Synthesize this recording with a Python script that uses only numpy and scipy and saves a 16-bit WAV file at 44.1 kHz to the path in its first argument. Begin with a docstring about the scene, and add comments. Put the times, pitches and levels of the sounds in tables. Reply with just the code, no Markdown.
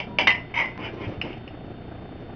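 """A small hallway, one microphone: a plastic clothes hanger with a wire hook is turned in the hand.
It knocks, chatters and rasps at its joint, and its catch clicks: impulses ring its damped modes.
Noise bumps are the soft thuds of hand and paws, dying sines the dry ticks,
swelling and fading sines the faint thin whines.
Behind lie steady and fluttering low noise, hum and the thin whine of a dull recorder that can overload."""
import sys
import numpy as np
from scipy import signal
from scipy.fft import rfft, irfft, next_fast_len
from scipy.io import wavfile

SR = 44100
rng = np.random.default_rng(int(sys.argv[2]) if len(sys.argv) > 2 else 0)


def wav_out(sig):
    """Save sig, one row per channel (or a flat mono array), as 16-bit PCM at SR to the path in sys.argv[1]."""
    wavfile.write(sys.argv[1], SR, np.round(np.clip(np.atleast_2d(sig).T, -1, 1) * 32767).astype(np.int16))


N = 103635
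TIME = np.arange(N) / SR  # s
RING_TIME = TIME[:SR // 2]  # every ring and thud is followed for half a second


def from_db(db):
    """Turn decibels into an amplitude gain."""
    return 10 ** (np.asarray(db) / 20)


def rms_one(x):
    """Scale to unit power."""
    return x / np.sqrt(np.mean(x ** 2) + 1e-20)


def dying(t60):
    """Exponential decay by 60 dB in t60 seconds, 1 ms at the shortest."""
    return np.exp(-np.log(1000) * RING_TIME / max(t60, 1e-3))


def swell(start, top, end):
    """Rise in a straight line to 1 and fall again; the three times are put in order first."""
    return np.interp(TIME, np.sort([start, top, end]), [0, 1, 0])


def coloured(x, colour):
    """Causal (minimum-phase) filter with the given spectrum; white noise keeps its power."""
    hz, db = np.transpose(colour)
    size = next_fast_len(len(x) // 2 + SR // 10) * 2
    bin_hz = np.arange(size // 2 + 1) * SR / size
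    level_db = np.interp(np.log(bin_hz + 1e-3), np.log(hz), db)
    gain = rms_one(from_db(level_db))
    # folding the cepstrum onto positive times gives the minimum phase
    cepstrum = irfft(np.log(gain))[:size // 2]
    cepstrum[0] /= 2
    response = np.exp(rfft(2 * cepstrum, size))
    return irfft(rfft(x, size) * response)[:len(x)]


def noise(colour, size):
    """Noise of unit power with the given spectrum."""
    return rms_one(coloured(rng.standard_normal(size), colour))


def drift(hz):
    """Random wander of unit power: straight lines between random knots, hz knots a second."""
    knots = rng.standard_normal(1000)
    return rms_one(np.interp(TIME * hz, np.arange(len(knots)), knots))


def add(out, s, sound):
    """Mix a sound in at a time in seconds."""
    i = max(int(s * SR), 0)
    out[i:i + len(sound)] += sound[:N - i]


def background():
    """Steady filtered room noise, a low layer that flutters in level, and steady sines."""
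    # spectrum of the steady room noise and hiss: [f/Hz, relative level/dB]
    room_colour = [(15, -11.5), (28, -6), (42, -11.5), (90, 2), (200, -1.5), (400, -5), (750, -17.5),
                   (1000, -20.5), (1500, -19.5), (2400, -24.5), (3000, -22), (3500, -29), (4100, -40.5),
                   (5000, -41), (6200, -70.5)]
    # spectrum of the fluttering layer: [f/Hz, relative level/dB]
    flutter_colour = [(50, -6.5), (140, -5), (300, 3), (520, -8), (740, -2.5), (1000, -17.5), (1500, -17.5),
                      (2500, -29), (4000, -54)]
    # low hum and the recorder's whine: [f/Hz, rms level/dB]
    steady_tones = [(29.8, -53), (60, -54), (90, -55.5), (119.8, -47.5), (149.8, -58.5), (179.7, -52),
                    (3596, -65.5), (4404, -73.5)]
    room_db, flutter_db = -43, -43
    flutter_hz, flutter_depth, uneven_db = 29.3, 0.61, 2

    room = from_db(room_db) * noise(room_colour, N)
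    beat = 1 + flutter_depth * np.sin(2 * np.pi * flutter_hz * TIME)
    flutter = rms_one(beat * from_db(uneven_db * drift(hz=88.16)))
    low_layer = from_db(flutter_db) * flutter * noise(flutter_colour, N)
    tones = np.zeros(N)
    for hz, db in steady_tones:
        start_cycle = rng.random()
        tones += from_db(db) * np.sqrt(2) * np.sin(2 * np.pi * (hz * TIME + start_cycle))
    return room + low_layer + tones


def whine():
    """Brief, nearly pure tones, perhaps the dog, that swell, waver a little in pitch and fade."""
    # faint thin whines: [middle t/s, length/s, f/Hz, peak level/dB]
    cries = [(0.136, 0.13, 958, -42.5), (0.794, 0.049, 1033, -40), (1.013, 0.098, 1033, -44)]
    waver = 0.0099  # rms share of the pitch
    cycles = np.cumsum(1 + waver * drift(hz=38)) / SR  # wavering time, in cycles of a 1 Hz tone
    out = np.zeros(N)
    for middle, length, hz, db in cries:
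        shape = np.cos(np.pi * np.clip((TIME - middle) / length, -.5, .5))
        out += from_db(db) * shape * np.sin(2 * np.pi * hz * cycles)
    return out


def thuds():
    """Soft, low bumps of hand and paws: noise about one pitch that dies in the hallway."""
    # soft thuds: [t/s, level/dB, f/Hz]
    bumps = [(0.068, -34, 250), (0.21, -29, 230), (0.789, -34, 300), (0.86, -36.5, 330), (0.925, -33, 360),
             (0.999, -30.5, 300), (1.063, -29.5, 106), (1.07, -30, 330), (1.108, -37, 380),
             (1.169, -32, 90), (1.233, -29.5, 300), (1.285, -41.5, 290), (1.652, -42, 290),
             (2.189, -39, 278), (2.271, -48.5, 300)]
    attack_s, t60_s = 0.0074, 0.32
    skirt_db = -11  # slope per octave away from the pitch
    out = np.zeros(N)
    shape = (1 - np.exp(-RING_TIME / attack_s)) * dying(t60_s)
    for s, db, hz in bumps:
        colour = [(hz * 2.0 ** octave, skirt_db * abs(octave)) for octave in (-6, 0, 6)]
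        add(out, s, from_db(db) * shape * noise(colour, len(RING_TIME)))
    return out


def ticks():
    """Tiny dry ticks close to the microphone: a sine that dies within a cycle or two."""
    # dry ticks: [t/s, level before damping/dB]
    clicks = [(0.513, -40.5), (0.659, -22.5), (0.7771, -21), (0.859, -32), (0.978, -36), (1.277, -43),
              (1.379, -31)]
    tick_hz, width_hz = 1900, 1200
    out = np.zeros(N)
    click = np.sin(2 * np.pi * tick_hz * RING_TIME) * np.exp(-np.pi * width_hz * RING_TIME)
    for s, db in clicks:
        add(out, s, from_db(db) * click)
    return out


def clatter(colour, decay):
    """Dense resonances as filtered random signs under two decays added in power."""
    first_db, first_t60, second_db, second_t60 = decay  # often a short crack and a longer tail
    first = from_db(first_db) * dying(first_t60)
    second = from_db(second_db) * dying(second_t60)
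    shape = np.hypot(first, second)
    return coloured(shape * rng.choice([-1, 1], len(shape)), colour)


def hanger_responses():
    """One contact at each place: damped sine modes, excited by place, over the plastic's clatter."""
    # pitches of the hanger's modes: [f/Hz]
    mode_hz = [666, 710, 899, 974, 1161, 1818, 1912, 1947, 2022, 2056, 2180, 2274, 2363, 2530, 2716, 2829,
               2976, 3034, 3155, 3641, 5975]
    # same order, ring time and excitation by place (rings are capped at longest_ring_s):
    # [t60/s, arm level/dB, hub level/dB, joint level/dB, catch level/dB]
    modes = np.array([ (0.22, -14, -43.5, -34, -26), (0.27, -25.5, -28, -40.5, -13),
                      (0.21, -16, -34.5, -30, -42), (.21, -13, -34.5, -12, -38.5),
                      (0.13, -27, -14, -29.5, -33.5), (0.26, -21.5, -14, -30.5, -38.5),
                      (0.42, -28.5, -17.5, -31.5, -33.5), (.16, -33.5, -34.5, -11.5, -33),
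                      (0.27, -20.5, -0.5, -18.5, -27.5), (0.041, -22, 5, -23, -25.5),
                      (0.1, -16.5, -6.5, -3, -30), (.15, -28, -23.5, -9.5, -24),
                      (0.29, -7.5, -24, -22.5, -26), (0.037, -21, -28, -26, -3.5),
                      (.15, -4.5, -29, -23, -14.5), (0.12, -16, -11, -28, -4.5),
                      (.17, -14, -23.5, -18, -16), (0.14, -9, -34, -33.5, -22), (.15, -15, -31, -21.5, -27),
                      (.06, -33.5, -9.5, -27, -26), (0.089, -50.5, -30.5, -31.5, -48)])
    # spectra of the plastic's dense resonances at each place: [f/Hz, relative level/dB]
    arm_colour = [(100, -32), (400, -9.5), (660, 3.5), (950, -1.5), (1250, -11.5), (1700, -7.5),
                  (2300, 6.5), (2520, -7.5), (2750, 0.5), (3200, 0.5), (3700, -19.5), (4350, -25),
                  (4900, -12), (5450, -25), (6000, -27.5)]
    hub_colour = [(100, -34.5), (500, -8), (1100, -4), (1400, -14.5), (1700, -10.5), (2050, 8.5),
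                  (2500, -7), (2800, -7), (3200, 0.5), (3400, -44.5), (3650, -17), (4100, -18.5),
                  (5100, -22.5), (5500, -26), (6000, -37.5)]
    joint_colour = [(100, -22), (500, -8.5), (980, -2.5), (1350, -11.5), (1700, -14.5), (2100, 6.5),
                    (2550, -10.5), (2950, -9), (3400, -25.5), (3650, -25.5), (4500, -40), (5000, -23),
                    (5450, -31.5), (5900, -36)]
    catch_colour = [(200, -34.5), (900, -11), (1500, -11.5), (2000, -4), (2500, -0.5), (2900, 5),
                    (3200, -17.5), (4100, -22.5), (4800, -25), (5200, -12.5), (5700, -34.5), (6200, -34)]
    finger_colour = [(200, -3), (1000, 2), (1400, -3.5), (1800, 1.5), (2200, 6), (2600, 2.5), (3100, 0.5),
                     (3600, -20.5), (4300, -31), (5000, -15.5), (5400, -26.5), (5900, -32.5)]
    # how they die (a t60 under 1 ms counts as 1 ms):
    # [first level/dB, first t60/s, second level/dB, second t60/s]
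    arm_decay = (7.5, 0.0336, -1.5, 0.19)
    hub_decay = (-0.5, 0.1217, -6.5, 0.0253)
    joint_decay = (6, -1.17, -7.5, 0.33)
    catch_decay = (1, 0.053, -11, 0.3)
    finger_decay = (-0.5, 0.2, -10.5, 0.37)
    build_s, longest_ring_s = .0007, .28

    rings = []
    for k, (hz, t60) in enumerate(zip(mode_hz, modes[:, 0])):
        sign = (-1) ** (k // 2)  # neighbouring pairs start in opposite directions
        ring = np.sin(2 * np.pi * hz * RING_TIME) * dying(min(t60, longest_ring_s))
        rings.append(sign * ring)
    build = 1 - np.exp(-RING_TIME / build_s)
    arm, hub, joint, catch = from_db(modes[:, 1:]).T @ np.array(rings) * build
    return {"arm": arm + clatter(arm_colour, arm_decay),
            "hub": hub + clatter(hub_colour, hub_decay),
            "joint": joint + clatter(joint_colour, joint_decay),
            "catch": catch + clatter(catch_colour, catch_decay),
            "finger": clatter(finger_colour, finger_decay)}


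def hanger():
    """Single knocks, and rubs made of many small slips, set the hanger ringing."""
    # knocks and the bounces that follow: [t/s, level/dB, place]
    hits = [(0.0005, -30, "arm"), (0.1853, -18.5, "arm"), (0.2704, -18.5, "joint"), (0.2714, -9, "hub"),
            (0.3022, -23, "hub"), (0.3030, -23.5, "catch"), (0.3123, -23, "catch"),
            (0.3493, -28.5, "joint"), (0.5540, -31, "hub"), (0.5903, -24, "joint"),
            (0.5991, -18.5, "joint"), (1.2134, -26, "catch"), (1.3283, -43.5, "catch"),
            (1.4763, -42.5, "catch")]
    # the arm chatters, the joint rasps, fingers slide on the plastic:
    # [start t/s, strongest t/s, end t/s, level/dB, place]
    rubs = [(0.185, 0.197, 0.23, -17, "arm"), (0.54, 0.547, 0.54, -21.5, "joint"),
            (0.548, 0.578, 0.62, -18.5, "joint"), (0.486, 0.5, 0.5, -42.5, "finger"),
            (0.781, 0.793, 0.82, -36, "finger"), (0.806, 0.843, 0.879, -30, "finger"),
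            (0.954, 1.014, 1.062, -39, "finger"), (1.025, 1.036, 1.062, -35.5, "finger"),
            (1.068, 1.105, 1.17, -47.5, "finger"), (1.22, 1.248, 1.395, -40.5, "finger")]
    slips_per_s, slip_spread_db = 1000, 5.5
    response = hanger_responses()
    out = np.zeros(N)
    for s, db, place in hits:
        add(out, s, from_db(db) * response[place])
    for start, top, end, db, place in rubs:
        happens = rng.random(N) < slips_per_s / SR
        strength = from_db(slip_spread_db * rng.uniform(-2.1, 1, N))
        slips = rms_one(happens * strength * rng.choice([-1, 1], N))
        body = response[place] / np.linalg.norm(response[place])
        rub = signal.fftconvolve(slips * swell(start, top, end), body)[:N]
        out += from_db(db) * rub
    return out


def scene():
    """Everything at one microphone."""
    return (background() + whine() + thuds() + ticks() + hanger())[None]


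def record(dry):
    """A dull recorder: the treble is cut, peaks past its limit clip, a trace of hiss is added."""
    treble_edge_hz, cutoff_hz = 6070, 15700
    overload, hiss_db = .95, -100  # clipping amplitude; hiss level ahead of the last low-pass
    treble_cut = signal.butter(N=28, Wn=treble_edge_hz, fs=SR, output="sos")
    dull = signal.sosfilt(treble_cut, dry)
    clipped = np.clip(dull, -overload, overload)
    hissing = clipped + from_db(hiss_db) * rng.standard_normal(dry.shape)
    return signal.sosfilt(signal.butter(14, cutoff_hz, fs=SR, output="sos"), hissing)


dry = scene()
out = record(dry)
wav_out(out)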